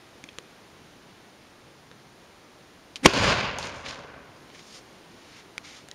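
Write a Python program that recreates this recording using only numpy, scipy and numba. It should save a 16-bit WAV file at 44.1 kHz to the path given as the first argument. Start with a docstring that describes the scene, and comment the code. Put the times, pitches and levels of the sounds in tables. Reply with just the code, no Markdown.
"""Potato cannon beside a barn

A home-made cannon fires a potato, which whoops up the barrel and pops out in a roar of gas.
A wooden barn and the woods throw the blast back as a whoosh that grows duller, and the potato
crashes through dry brush. Small parts tick and something rustles close by, over faint far traffic.
A small camera a step away is overloaded by the bang and turns itself down."""
import sys
import numpy as np
from scipy import signal
from scipy.fft import rfft, irfft, next_fast_len
from scipy.io import wavfile
from scipy.ndimage import uniform_filter1d
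from numba import njit

SR = 44100
rng = np.random.default_rng(int(sys.argv[2]) if len(sys.argv) > 2 else 0)


def log_audio(samples):
    """Write samples as a 16-bit WAV file to the path given in sys.argv[1]."""
    # one column per channel
    frames = np.atleast_2d(samples).T
    # limit to full scale, then quantise
    limited = np.clip(frames, -1, 1)
    pcm = np.round(limited * 32767).astype(np.int16)
    wavfile.write(sys.argv[1], SR, pcm)


N = 261954
TIME = np.arange(N) / SR
POP_S = 3.0612  # the potato leaves the barrel


def undb(db):
    """Turn decibels into a multiplier."""
    return 10 ** (np.asarray(db) / 20)


def unit(x):
    """Scale x to an average (rms) size of 1."""
    return x / np.sqrt(np.mean(x ** 2))


def wobble(rate):
    """Glide to a new random value `rate` times a second."""
    k = max(int(SR / rate), 1)
    steps = np.repeat(rng.standard_normal(N // k + 1), k)
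    return unit(uniform_filter1d(steps, k)[:N])


def curves(table):
    """Join each column's points over time; add a gate that is open from first row to last."""
    times, *columns = np.transpose(table)
    gate = (TIME > times[0]) & (TIME < times[-1])
    return [np.interp(TIME, times, c) for c in columns] + [gate]


def bursts(table):
    """Events rise, hold and fade: give their joint gain, and other columns led by the loudest."""
    start, db, rise, hold, fall, *columns = np.transpose(table)[:, :, None]
    level_db = db - rise * np.maximum(start - TIME, 0) - fall * np.maximum(TIME - start - hold, 0)
    power = undb(np.maximum(level_db, -200)) ** 2
    total = power.sum(axis=0)
    return [np.sqrt(total)] + [(power * c).sum(axis=0) / total for c in columns]


def coloured(x, colour):
    """Give the frequencies and spectrum of x, shaped by (f/Hz, level/dB) points."""
    size = next_fast_len(N, True)
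    f = np.arange(1, size // 2 + 2) * SR / size
    hz, db = np.transpose(colour)
    return f, rfft(x, size) * undb(np.interp(np.log(f), np.log(hz), db))


def bands(x, colour):
    """Shape x, scale it to size 1 and split it into half octaves: (f/Hz, band) pairs."""
    f, spectrum = coloured(x, colour)
    spectrum = spectrum / np.std(irfft(spectrum))
    octave = np.clip(np.log2(f), 5, 14)
    return [(2. ** k, irfft(spectrum * np.clip(1 - 2 * abs(octave - k), 0, 1))[:N])
            for k in np.arange(5, 14.1, .5)]


@njit
def bandpass(x, hz, width):
    """Let through the sound near a pitch that may move."""
    y, band, low = np.empty(len(x)), 0., 0.
    for i in range(len(x)):
        g, k = np.tan(np.pi * hz[i] / SR), width[i] / hz[i]
        v = (band + g * (x[i] - low)) / (1 + g * (g + k))
        band, low, y[i] = 2 * v - band, low + 2 * g * v, k * v
    return y


@njit
def follow(x, attack, release):
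    """Track the peaks of x, rising and falling at separate speeds."""
    y, level = np.empty(len(x)), 1e-6
    for i in range(len(x)):
        level += (abs(x[i]) - level) * (attack if abs(x[i]) > level else release)
        y[i] = level
    return y


def crackle(table, grain_db, patchy_db, width):
    """Bursts of tiny, uneven clicks around a moving pitch."""
    gain, hz = bursts(table)
    hz = np.clip(hz, 500, 12000)
    grains = rng.standard_normal(N) * undb(grain_db * rng.exponential(size=N) + patchy_db * wobble(150))
    return gain * unit(bandpass(bandpass(grains, hz, width * hz), hz, width * hz))


# Bass-to-treble balance of the background: f/Hz, level/dB
BACKGROUND_COLOUR = [(20, -1.5), (50, -9), (120, -0.5), (200, -1), (330, 0.5), (500, -3), (1000, -6),
                     (2000, -9.5), (4000, -13), (7000, -18.5), (11000, -15.5), (13000, -16), (15500, -5.5)]
def background(level_db=-47.5):
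    """Far traffic rumbles and air hisses; the bass flickers more than the treble."""
    swell_db = 0.5 * wobble(0.88)
    parts = bands(rng.standard_normal(N), BACKGROUND_COLOUR)
    return undb(level_db) * sum(band * undb(swell_db + min(300 / hz, 1) ** .5 * wobble(6.7))
                                for hz, band in parts)


# Soft rustles and thin scrapes, both as: t/s, level/dB, rise/(dB/s), hold/s, fall/(dB/s), f/Hz
RUSTLES = [(4.5, -65.5, 146, 0.0012, 170, 3000), (4.552, -51, 427, 0.0011, 170, 3000),
           (4.596, -51, 500, .001, 600, 3500), (4.63, -58.5, 300, .07, 100, 5030),
           (4.74, -50, 120, 0.051, 800, 4570), (5.385, -49.5, 54, 0.0091, 330, 2640),
           (5.65, -47.5, 800, 0.043, 150, 3090), (5.755, -50, 145, 0.02, 198, 3550)]
SCRAPES = [(4.368, -58, 900, 0.0064, 900, 4770), (4.549, -57, 1502, 0.0092, 900, 2250),
           (4.73, -58, 300, .06, 903, 4900), (5.648, -54, 900, 0.111, 600, 2250),
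           (5.778, -54, 900, .014, 900, 1150)]
def rustle_and_scrape():
    """Something rustles close by as the barrel swings, and something scrapes with a slight ring."""
    rustle = crackle(RUSTLES, grain_db=1.3, patchy_db=0.95, width=2.2)
    scrape = crackle(SCRAPES, grain_db=2.5, patchy_db=2.2, width=.22)
    return rustle + scrape


# Small parts ticking, twigs snapping and, at 3.136 s, the echo's first hard slap:
# t/s, level/dB, ring/Hz, second ring/Hz, second ring/dB, fade/s, thud/dB, thud/Hz, edge/dB, fuzz/dB
SMALL_HITS = [(0.24, -35, 2350, 3330, -1.5, 0.02, -3.5, 280, 0, 2.5),
              (0.2888, -37.5, 2550, 3250, 0, 0.033, -22, 600, -20, -2),
              (0.331, -48, 2520, 3300, 3, 0.011, 0, 400, -20, 2),
              (0.3857, -30.5, 1980, 2900, 3, 0.0078, -3, 510, 11, 12),
              (1.9144, -39.5, 1680, 2400, -7, 0.0079, -1.5, 516, -16, 8.5),
              (2.9583, -23, 3040, 4400, -14, 0.0067, -42, 670, -14, 4.5),
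              (2.962, -35.5, 3080, 4300, -14, 0.055, -20, 670, -11, 5.5),
              (3.136, 0.5, 1420, 4360, -7, 0.022, -2.5, 470, -6, 1),
              (3.5861, -23.5, 3300, 6440, 2, 0.016, 12, 830, 8, 12),
              (3.6285, -17.5, 3799, 4470, 1, 0.013, -6, 800, -23, 2),
              (3.656, -27, 5500, 7200, -5, .01, -18, 900, -8, 8),
              (3.671, -22, 5800, 6400, -5, .01, 1, 900, -18, 1),
              (3.7585, -38, 5600, 6400, 0, .012, -20, 900, -20, 3),
              (3.7693, -36, 4200, 5400, 0, .012, -20, 900, -20, 3),
              (3.863, -26, 2300, 1600, 4, 0.011, -16, 600, -10, 6),
              (3.8862, -30, 4200, 5200, 5, 0.012, -24, 900, -20, 4),
              (4.0464, -37, 1070, 1490, -3, .03, 5, 429.4, -28, 5),
              (4.5015, -44, 2260, 3050, -1, 0.017, -15, 655, -25, 0),
              (4.548, -42.5, 2150, 2970, -5, 0.019, -3, 560, -16, 3),
              (4.593, -42, 2200, 3400, 0, 0.018, -21, 604, -6, 6),
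              (5.58, -20.5, 2300, 3300, -12, 0.014, -20, 1432, -2.5, -4),
              (5.8866, -36.5, 2130, 3420, 0, 0.0063, -14, 703, 8, 6),
              (5.9138, -32, 3950, 5400, -7.5, 0.012, -8, 1920, -3.5, 0.5)]
def ticks():
    """Each hit is two ringing notes, a fuzz of noise around them, a bright edge and a dull thud."""
    length = 2048
    out, t, flat = np.zeros(N + length), np.arange(length) / SR, np.ones(length)
    rise = 1 - np.exp(-t / 0.000062)  # the contact takes a moment
    for start, db, hz, second_hz, second_db, fade_s, thud_db, thud_hz, edge_db, fuzz_db in SMALL_HITS:
        noise = rng.standard_normal(length)
        fade = 1000. ** (-t / max(fade_s, .002))
        notes = np.sin(2 * np.pi * hz * t) + undb(second_db) * np.sin(2 * np.pi * second_hz * t)
        ring = (1.2 * fade ** 3 + 0.31 * fade) * notes  # a hard snap, then a weaker ring
        centre = hz * flat
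        fuzz = fade * bandpass(bandpass(noise, centre, 2.4 * centre), centre, 2.4 * centre)
        edge = 2.0 * fade ** 2.4 * bandpass(noise, 7500 * flat, 6000 * flat)
        thud = 1000. ** (-t / 0.025) * np.sin(2 * np.pi * thud_hz * t)
        hit = ring + undb(fuzz_db) * fuzz + undb(edge_db) * edge + undb(thud_db) * thud
        i = int(start * SR)
        out[i:i + length] += undb(db) * rise * hit
    return out[:N]


# Crashes in the brush: t/s, level/dB, rise/(dB/s), hold/s, fall/(dB/s), f/Hz
BRUSH_CRASHES = [(3.588, -27.5, 4000, .001, 300, 5000), (3.63, -29.5, 350, 0.034, 170, 3900),
                 (3.758, -43.5, 600, .012, 200, 5000), (3.8, -45.5, 604.5, 0.0009, 100, 5000),
                 (3.859, -28, 1200, 0.0067, 700, 2510), (3.885, -30, 497, 0.027, 552, 3330),
                 (3.925, -38.5, 300, .001, 97, 3030)]
def dry_brush():
    """The potato tears through dry twigs and leaves."""
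    return crackle(BRUSH_CRASHES, grain_db=2.95, patchy_db=1.7, width=1.48)


# Echoes off the barn, near trees and far woods: t/s, level/dB, rise/(dB/s), hold/s, fall/(dB/s)
ECHOES = [(3.068, -1, 4992.5, .001, 450), (3.076, -7, 900, 0.017, 450), (3.139, -6.5, 1500, 0.05, 59.5),
          (3.265, -3, 60, 0.037, 96), (3.45, -18, 150, 0.051, 107), (3.6, -23, 300, 0.025, 39),
          (3.865, -34, 200, 0.048, 70), (4.04, -42, 200, .05, 49)]
# Their bass-to-treble balance: f/Hz, level/dB
ECHO_BALANCE = [(20, -30.5), (35, -9), (52, -0.5), (130, 2.5), (200, -1.5), (270, -2), (340, -7), (600, -2),
                (800, -7), (1080, -1.5), (1300, -8), (1500, -2), (1800, -7.5), (2450, -5), (2900, -7),
                (3300, -9), (3800, -12), (4800, -9.5), (5500, -16), (7000, -16), (10000, -23.5),
                (15000, -24.5)]
# The pitch above which the air dulls them: t/s, f/Hz
DULL_ABOVE = [(3.1, 10400), (3.3, 6500), (3.5, 3830), (3.7, 2700), (4.0, 1850), (4.4, 1516)]
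def echo(air_db_per_octave=13, boom_s=3.22, boom_spread_s=0.043):
    """The blast scatters back; later echoes have gone further, so the air has taken more treble."""
    gain, = bursts(ECHOES)
    top_hz, _ = curves(DULL_ABOVE)
    boom = np.exp(-((TIME - boom_s) / boom_spread_s) ** 2 / 2)
    bass_db_per_octave = -2.5 + 4 * boom  # a low thump rolls back, then thins
    noise = rng.standard_normal(N) * undb(1.4 * wobble(400) + wobble(60))
    out = 0
    for hz, band in bands(noise, ECHO_BALANCE):
        air_db = -air_db_per_octave * np.log2(1 + (hz / top_hz) ** 4) / 4
        bass_db = bass_db_per_octave * np.clip(np.log2(500 / hz), 0, 2)
        flicker_db = 0.44 * wobble(25) + 0.5 * wobble(7)
        out = out + band * undb(air_db + bass_db + flicker_db)
    return (TIME > POP_S) * gain * out  # nothing returns before the blast


# Pressure building behind the potato: t/s, whoop level/dB, roar level/dB
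FIRING = [(3.0224, -55, -71), (3.0295, -42, -60), (3.0318, -35, -40), (3.036, -27, -35), (3.044, -33, -30),
          (3.052, -18.5, -15.5), (3.0555, -4.5, -25.5), (3.0572, 6.5, -7), (3.0595, 12.5, 4),
          (3.063, 1, 11), (3.0655, -6.5, -1.5), (3.072, -56.5, -12.5)]
# Bass-to-treble balance of the gas roar: f/Hz, level/dB
ROAR_COLOUR = [(30, -30), (90, -10), (200, 6), (350, -3), (800, -16), (2200, -5.5), (3200, -11),
               (5500, -16.5), (9500, -12.5), (15000, -35)]
# Gas slipping past the potato: t/s, f/Hz, spread/s, level/dB
GAS_SQUEALS = [(3.0505, 2160, 0.0013, -15), (3.059, 5570, 0.0023, -3.5), (3.067, 3200, 0.0017, -3)]
# Notes of the empty pipe: f/Hz, level/dB, time to fade by 60 dB/s
PIPE_NOTES = [(55, 1.5, 0.041), (197, -5, 0.083), (338, 4, 0.1), (394, -1, 0.15), (600, 0, 0.027),
              (1075, 3.5, 0.039)]
def cannon(low_hz=265, high_hz=5940, launch_s=3.0229, sweep_s=3.0613, sweep_width_s=.001):
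    """The air in the barrel whoops upward, gas squeals and roars out, and the emptied pipe rings."""
    whoop_db, roar_db, gate = curves(FIRING)
    # The pipe ahead of the potato gets shorter, so its note climbs to a whistle.
    climb = (1 + np.tanh((TIME - sweep_s) / sweep_width_s / 2)) / 2
    hz = low_hz + (high_hz - low_hz) * climb
    phase = 2 * np.pi * np.cumsum(hz * (TIME > launch_s)) / SR
    whoop = np.sin(phase) + 0.23 * np.sin(2 * phase) + 0.18 * np.sin(3 * phase)
    whoop *= undb(1.9 * wobble(300))
    roar = unit(irfft(coloured(rng.standard_normal(N), ROAR_COLOUR)[1])[:N])
    squeal = sum(undb(db) * np.exp(-((TIME - s) / spread) ** 2 / 2) * np.sin(2 * np.pi * f * (TIME - s))
                 for s, f, spread, db in GAS_SQUEALS)
    since_pop = np.maximum(TIME - POP_S, 0)
    ring = sum((-1) ** k * undb(db) * 1000. ** (-since_pop / fade_s) * np.sin(2 * np.pi * f * since_pop)
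               for k, (f, db, fade_s) in enumerate(PIPE_NOTES))
    return gate * (undb(whoop_db) * whoop + undb(roar_db) * roar) + squeal + ring


def scene():
    """Add up all the sounds that reach the microphone."""
    return (dry_brush() + rustle_and_scrape() + cannon() + echo() + ticks() + background())[None]


# The microphone loses deep bass; its case dulls the treble and cancels a narrow band: f/Hz, level/dB
MIC_COLOUR = [(20, -13.5), (48, 2), (6800, 0), (7650, -6.5), (7880, -31), (8100, -6), (11500, -9.5),
              (13000, -20), (15500, -24)]
def record(dry):
    """The camera turns loud sound down a moment late and recovers slowly; the peaks get squashed."""
    ceiling, threshold_db, late_s, top_hz = .83, -31, 0.006, 15600
    loud_db = 20 * np.log10(follow(dry[0], attack=1 / (0.0026 * SR), release=1 / (.25 * SR)))
    late_db = np.interp(TIME - late_s, TIME, loud_db)
    gain = undb(-.48 * np.maximum(late_db - threshold_db, 0))
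    squashed = ceiling * np.tanh(dry[0] * gain / ceiling)
    dulled = irfft(coloured(squashed, MIC_COLOUR)[1])[:N]
    treble_cut = signal.ellip(12, .2, 70, top_hz, fs=SR, output="sos")
    return signal.sosfilt(treble_cut, dulled)[None]


dry = scene()
out = record(dry)
log_audio(out)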